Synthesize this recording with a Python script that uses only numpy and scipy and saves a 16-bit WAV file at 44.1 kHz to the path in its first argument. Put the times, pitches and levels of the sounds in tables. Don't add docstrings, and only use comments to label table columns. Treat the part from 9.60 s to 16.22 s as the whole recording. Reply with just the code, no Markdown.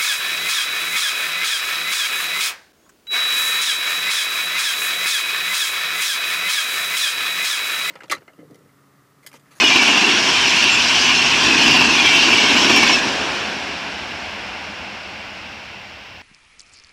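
import sys
import numpy as np
from scipy import signal
from scipy.io import wavfile
from scipy.ndimage import uniform_filter1d

SR = 44100
rng = np.random.default_rng(int(sys.argv[2]) if len(sys.argv) > 2 else 0)


def store_wav(level_fs):
    pcm = np.round(np.clip(np.atleast_2d(level_fs), -1, 1) * 32767)
    wavfile.write(sys.argv[1], SR, pcm.T.astype(np.int16))


N = 291938

TIME = np.arange(N) / SR
FFT_SIZE, HOP = 1024, 256
BINS = np.fft.rfftfreq(FFT_SIZE, 1 / SR)
FRAMES = np.arange(N // HOP + 5) * HOP / SR
TAIL_S, BLEND_S = 3.357, 0.76
HUT_S, HUT_SHUT_S = 3.35, 0.05
TURN_HZ = 15.2


def amp(db):
    return 10 ** (np.asarray(db) / 20)


def evened(x):
    return x / np.sqrt(np.mean(x ** 2) + 1e-20)


def swell(t, centre_s, half_length_s):
    return np.exp(-0.5 * ((t - centre_s) / half_length_s) ** 2)


def drift(hz):
    f = np.fft.fftfreq(N, 1 / SR)
    phase = 2 * np.pi * rng.random(N)
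    z = np.fft.ifft(np.exp(1j * phase) / (1 + (f / hz) ** 2))
    return z / np.std(z)


def ring(hz, width_hz):
    turns = np.cumsum(hz * np.ones(N)) / SR
    carrier = np.exp(2j * np.pi * turns)
    return np.sqrt(2) * (drift(width_hz / 2) * carrier).real


def ring_sum(modes):
    return sum(amp(db) * ring(hz, width_hz) for hz, width_hz, db in modes)


def colour(points):
    hz, db = np.transpose(points)
    return np.interp(np.log(BINS + 1), np.log(hz + 1), db)


def band(lo_hz, hi_hz):
    low_side = 1 + (lo_hz / (BINS + 1)) ** 20
    high_side = 1 + (BINS / hi_hz) ** 20
    return 1 / np.sqrt(low_side * high_side)


def farness(t):
    return 1 - np.exp(-np.maximum(t - TAIL_S, 0) / BLEND_S)


def hidden(t):
    return np.clip((t - HUT_S) / HUT_SHUT_S, 0, 1)


# [t/s, level/dB]
CARRY = [(3.3, -24), (3.55, -26.0), (4.0, -30.5), (4.45, -33.0), (4.7, -33.5), (5.25, -36), (5.9, -38.5),
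         (6.6, -44.0)]


def leaving(t, share, blend_db):
    fade_db = np.interp(t, *np.transpose(CARRY)) - CARRY[0][1]
    return share * fade_db - blend_db * farness(t)


# [t/s, level/dB]
SHAKING = [(0, -26.5), (0.55, -25.5), (0.85, -29.5), (1.72, -30.5), (1.9, -23.5), (2.28, -25),
           (2.52, -27.5), (3.05, -22.0), (3.3, -26.5)]
USUAL_SHAKING_DB = -27
# [t/s, level/dB]
BOOM = [(0, -43), (0.28, -56), (0.42, -42), (1.5, -39.5), (2.0, -35.0), (2.55, -40), (3.1, -39),
        (3.3, -44.0)]
# [t/s, rail ring level/dB, frame drone level/dB]
BOGIES = [(.38, -23, -37), (1.04, -23, -34), (1.58, -29, -34), (2.19, -22, -24), (2.67, -19, -35),
          (3.2, -29, -32.5)]
HISS_LEAD_S, HISS_SWELL_S, HISS_SWELL_DB = 0.16, 0.14, 1.5


def rolling_levels():
    t = FRAMES
    shake_db = np.interp(t, *np.transpose(SHAKING)) - USUAL_SHAKING_DB
    passes = sum(swell(t, s - HISS_LEAD_S, HISS_SWELL_S) for s, _, _ in BOGIES)
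    boom_db = np.interp(t, *np.transpose(BOOM)) + 0.76 + leaving(t, share=0.37, blend_db=-0.7)
    rumble_db = -26.8 + 1.31 * shake_db + leaving(t, share=1.02, blend_db=4.5)
    roar_db = -21 + 0.31 * shake_db + leaving(t, share=1.043, blend_db=0.9)
    hiss_db = -22 + HISS_SWELL_DB * passes - 3 * hidden(t) + leaving(t, share=0.9, blend_db=7)
    return boom_db, rumble_db, roar_db, hiss_db


def rolling_layer(level_db, shape_db, extent, core, unrest, patchy_db, flicker_db):
    real, imag, patches = rng.standard_normal((3, len(FRAMES), len(BINS)))
    patches = uniform_filter1d(patches, size=8, axis=0)
    patches = evened(uniform_filter1d(patches, size=5, axis=1))
    flicker = evened(uniform_filter1d(rng.standard_normal(len(FRAMES)), size=3))[:, None]
    shape = amp(shape_db)
    shape = shape * extent / np.linalg.norm(shape * core, axis=1, keepdims=True)
    unrest_db = unrest * (patchy_db * patches + flicker_db * flicker)
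    z = (real + 1j * imag) * shape * amp(level_db[:, None] + unrest_db)
    return signal.istft(z.T, nperseg=FFT_SIZE, noverlap=FFT_SIZE - HOP)[1][:N]


def wheel_throb(depth_db):
    turns = TURN_HZ * TIME + 0.61 * drift(1.9).real
    return amp(depth_db * (1 - farness(TIME)) * np.sin(2 * np.pi * turns))


# [f/Hz, level/dB]
ROAR_NEAR = [(30, -28), (60, -23), (130, -17.5), (200, -10), (250, -1), (390, -4), (530, -16), (700, -7.5),
             (850, -7.5), (1030, -3.5), (1280, -11.5), (1530, -4.5), (1780, -3.5), (2050, -3)]
ROAR_FAR = [(30, -22.0), (55, -4), (80, 1), (125, -22), (165, -2.5), (210, 0), (330, -2), (450, -4),
            (800, -0.5), (1020, -3.5), (1270, -5.5), (1520, -1), (1900, -6), (2100, -9)]
# [f/Hz, level/dB]
HISS_NEAR = [(2000, -9.5), (2400, -2), (2800, -1), (3350, -6), (3800, -10.5), (4900, -11.5), (5450, -8.5),
             (6000, -13.0), (6500, -18), (7400, -22), (9000, -32.5), (13000, -44.5), (15600, -64)]
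HISS_FAR = [(2000, -0.5), (2350, -0.5), (2750, -1.5), (3100, -5), (3750, -11.0), (4500, -12), (5500, -11.5),
            (6100, -21), (7400, -27.5), (9000, -35.5), (12000, -44.5), (15600, -59)]


def rolling():
    boom_db, rumble_db, roar_db, hiss_db = rolling_levels()
    far = farness(FRAMES)[:, None]
    low = (1 - far) * colour(ROAR_NEAR) + far * colour(ROAR_FAR)
    high = (1 - far) * colour(HISS_NEAR) + far * colour(HISS_FAR)
    high = high - 2.7 * (1 - far) * band(2520, 2960)
    ground, bogies, rails = band(15, 153), band(156, 472), band(488, 1790)
    steel, steel_core = band(1940, 18000), band(4300, 8000)
    unrest = 1 - 0.9 * far
    boom = rolling_layer(boom_db, low, ground, ground, unrest, patchy_db=2.7, flicker_db=-0.6)
    rumble = rolling_layer(rumble_db, low, bogies, bogies, unrest, patchy_db=0.47, flicker_db=2.0)
    roar = rolling_layer(roar_db, low, rails, rails, unrest, patchy_db=1.3, flicker_db=0.43)
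    hiss = rolling_layer(hiss_db, high, steel, steel_core, unrest, patchy_db=2.08, flicker_db=0.64)
    return boom + (rumble + roar) * wheel_throb(depth_db=0.7) + hiss


# [f/Hz, width/Hz, level/dB]
FRAME_MODES = [(165, 37, -12), (249, 36, -0.5)]
# [f/Hz, width/Hz, level/dB]
FAR_HUMS = [(78.7, 24, -11.5), (201, 29, -7)]
DRONES_DB, DRONE_SWELL_S = -46.5, 0.13


def drones():
    _, rumble_db, _, _ = rolling_levels()
    far_gain = farness(TIME) * amp(np.interp(TIME, FRAMES, rumble_db))
    passes = sum(amp(db) * swell(TIME, s, DRONE_SWELL_S) for s, _, db in BOGIES)
    frame_gain = (amp(DRONES_DB) + passes) * (1 - farness(TIME))
    return frame_gain * ring_sum(FRAME_MODES) + far_gain * ring_sum(FAR_HUMS)


RAIL_HZ, RAIL_WIDTH_HZ = 2733, 190
RINGS_DB, RAIL_SWELL_S = -33.5, 0.11


def rail(hut_db=-10):
    passes = sum(amp(db) * swell(TIME, s, RAIL_SWELL_S) for s, db, _ in BOGIES)
    fade = amp(hut_db * hidden(TIME) + leaving(TIME, share=0.79, blend_db=-10))
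    return (amp(RINGS_DB) + passes) * fade * ring(RAIL_HZ, RAIL_WIDTH_HZ)


# [t/s abreast, f/Hz at rest, level/dB before trim_db]
WHEELS = [(0.0, 2547, -15.5), (0.0, 2995, -16), (.16, 2400, -21), (.27, 2913, -19.5), (.74, 3145, -21),
          (1.04, 2780, -19.5), (1.37, 3070, -21), (1.53, 2840, -20), (1.86, 2670, -17), (2.07, 4900, -24),
          (2.13, 2855, -17.5), (2.38, 2470, -15), (2.42, 3325, -18.5), (2.55, 4850, -30), (2.73, 2350, -18),
          (3.14, 2367, -17)]
SPEED_M_S, TRACK_DISTANCE_M, SOUND_SPEED_M_S = 46, 10, 343
WHEEL_LAG_S, WHEEL_SWELL_S = 0.072, 0.096


def wheels(width_hz=85, hut_db=-15, trim_db=-2.5):
    out = np.zeros(N)
    for abreast_s, rest_hz, db in WHEELS:
        along_m = SPEED_M_S * (TIME - abreast_s)
        retreat_m_s = SPEED_M_S * along_m / np.hypot(along_m, TRACK_DISTANCE_M)
        heard_hz = rest_hz / (1 + retreat_m_s / SOUND_SPEED_M_S)
        gain = amp(db) * swell(TIME, abreast_s + WHEEL_LAG_S, WHEEL_SWELL_S)
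        out += gain * ring(heard_hz, width_hz)
    return out * amp(hut_db * hidden(TIME) + trim_db)


def chatter(count=170, centre_hz=2850, spread_hz=300, level_db=-23, spread_db=2, rise_s=0.01):
    out, t = np.zeros(N), np.arange(4000) / SR
    ping = t / rise_s * np.exp(1 - t / rise_s)
    starts_s = rng.uniform(0, TAIL_S, count)
    pitches, sizes = rng.standard_normal((2, count))
    for s, pitch, size in zip(starts_s, pitches, sizes):
        hz = centre_hz + spread_hz * np.clip(pitch, -1.9, 1.9)
        start = round(s * SR)
        gain = amp(level_db + spread_db * size)
        out[start:start + len(t)] += gain * ping * np.sin(2 * np.pi * hz * t)
    return out


WHINE_HZ, WHINE_WIDTH_HZ, WHINE_DB = 15154, 12, -77
FLOOR_DB = -68


def background():
    whine = amp(WHINE_DB) * ring(WHINE_HZ, WHINE_WIDTH_HZ)
    return whine + amp(FLOOR_DB) * rng.standard_normal(N)


# [t/s first blow, t/s last blow, level/dB]
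FLATS = [(0.096, .28, -10.5), (.371, 0.35, -12), (2.013, 2.207, -11), (2.348, 2.77, -15),
         (2.729, 2.729, -13), (3.095, 3.294, -8.5)]
# [f/Hz, width/Hz, level/dB]
BLOW_MODES = [(287, 140, -11.5), (747, 250, -8), (1022, 320, -4), (1740, 220, -12), (2754, 820, 2),
              (5390, 1200, -7.5)]


def knocks(rise_s=0.0014, t60_s=0.098):
    force = np.zeros(N)
    for first_s, last_s, db in FLATS:
        blows = 1 + round(abs(last_s - first_s) * TURN_HZ)
        for s in np.linspace(first_s, last_s, blows):
            age_s = np.maximum(TIME - s, 0)
            force += amp(db - 60 * age_s / t60_s) * (1 - np.exp(-age_s / rise_s))
    return force * evened(ring_sum(BLOW_MODES))


# [t/s, f/Hz, half length/s, level/dB]
SQUEAKS = [(0.28, 2760, .003, -7), (0.447, 2753, .005, -11), (1.138, 7330, 0.018, -24),
           (1.413, 4830, 0.019, -21), (1.578, 5300, 0.012, -20.5), (2.113, 5230, 0.02, -21),
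           (2.115, 4610, 0.018, -21.5), (3.172, 5500, .025, -19), (3.337, 5437, 0.01, -12.5),
           (3.352, 2644, 0.0079, -9), (6.3, 6800, .03, -62)]


def squeaks(waver=0.00874, waver_hz=78):
    out = np.zeros(N)
    wander = 1 + waver * drift(waver_hz).real
    for s, hz, half_length_s, db in SQUEAKS:
        tone = np.sin(2 * np.pi * np.cumsum(hz * wander) / SR)
        out += amp(db) * swell(TIME, s, half_length_s) * tone
    return out


FAN_S, FAN_SWELL_S = 3.28, 0.44
FAN_HZ, FAN_WIDTH_HZ, FAN_DB = 479.4, 530, -30.5


def power_car():
    return amp(FAN_DB) * swell(TIME, FAN_S, FAN_SWELL_S) * ring(FAN_HZ, FAN_WIDTH_HZ)


def scene():
    steady = rolling() + drones() + rail() + background()
    passing = wheels() + chatter() + knocks() + squeaks() + power_car()
    return (steady + passing)[None]


def record(dry, knee=0.69, headroom=0.01, low_cut_hz=48, edge_hz=15720):
    high_pass = signal.butter(4, low_cut_hz / (SR / 2), "high", output="sos")
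    thin = signal.sosfilt(high_pass, dry)
    clean = np.clip(thin, -knee, knee)
    clipped = clean + headroom * np.tanh((thin - clean) / headroom)
    low_pass = signal.firwin(1023, edge_hz, window=("kaiser", 9), fs=SR)
    return signal.oaconvolve(clipped, low_pass[None], "same")


dry = scene()
out = record(dry)
store_wav(out)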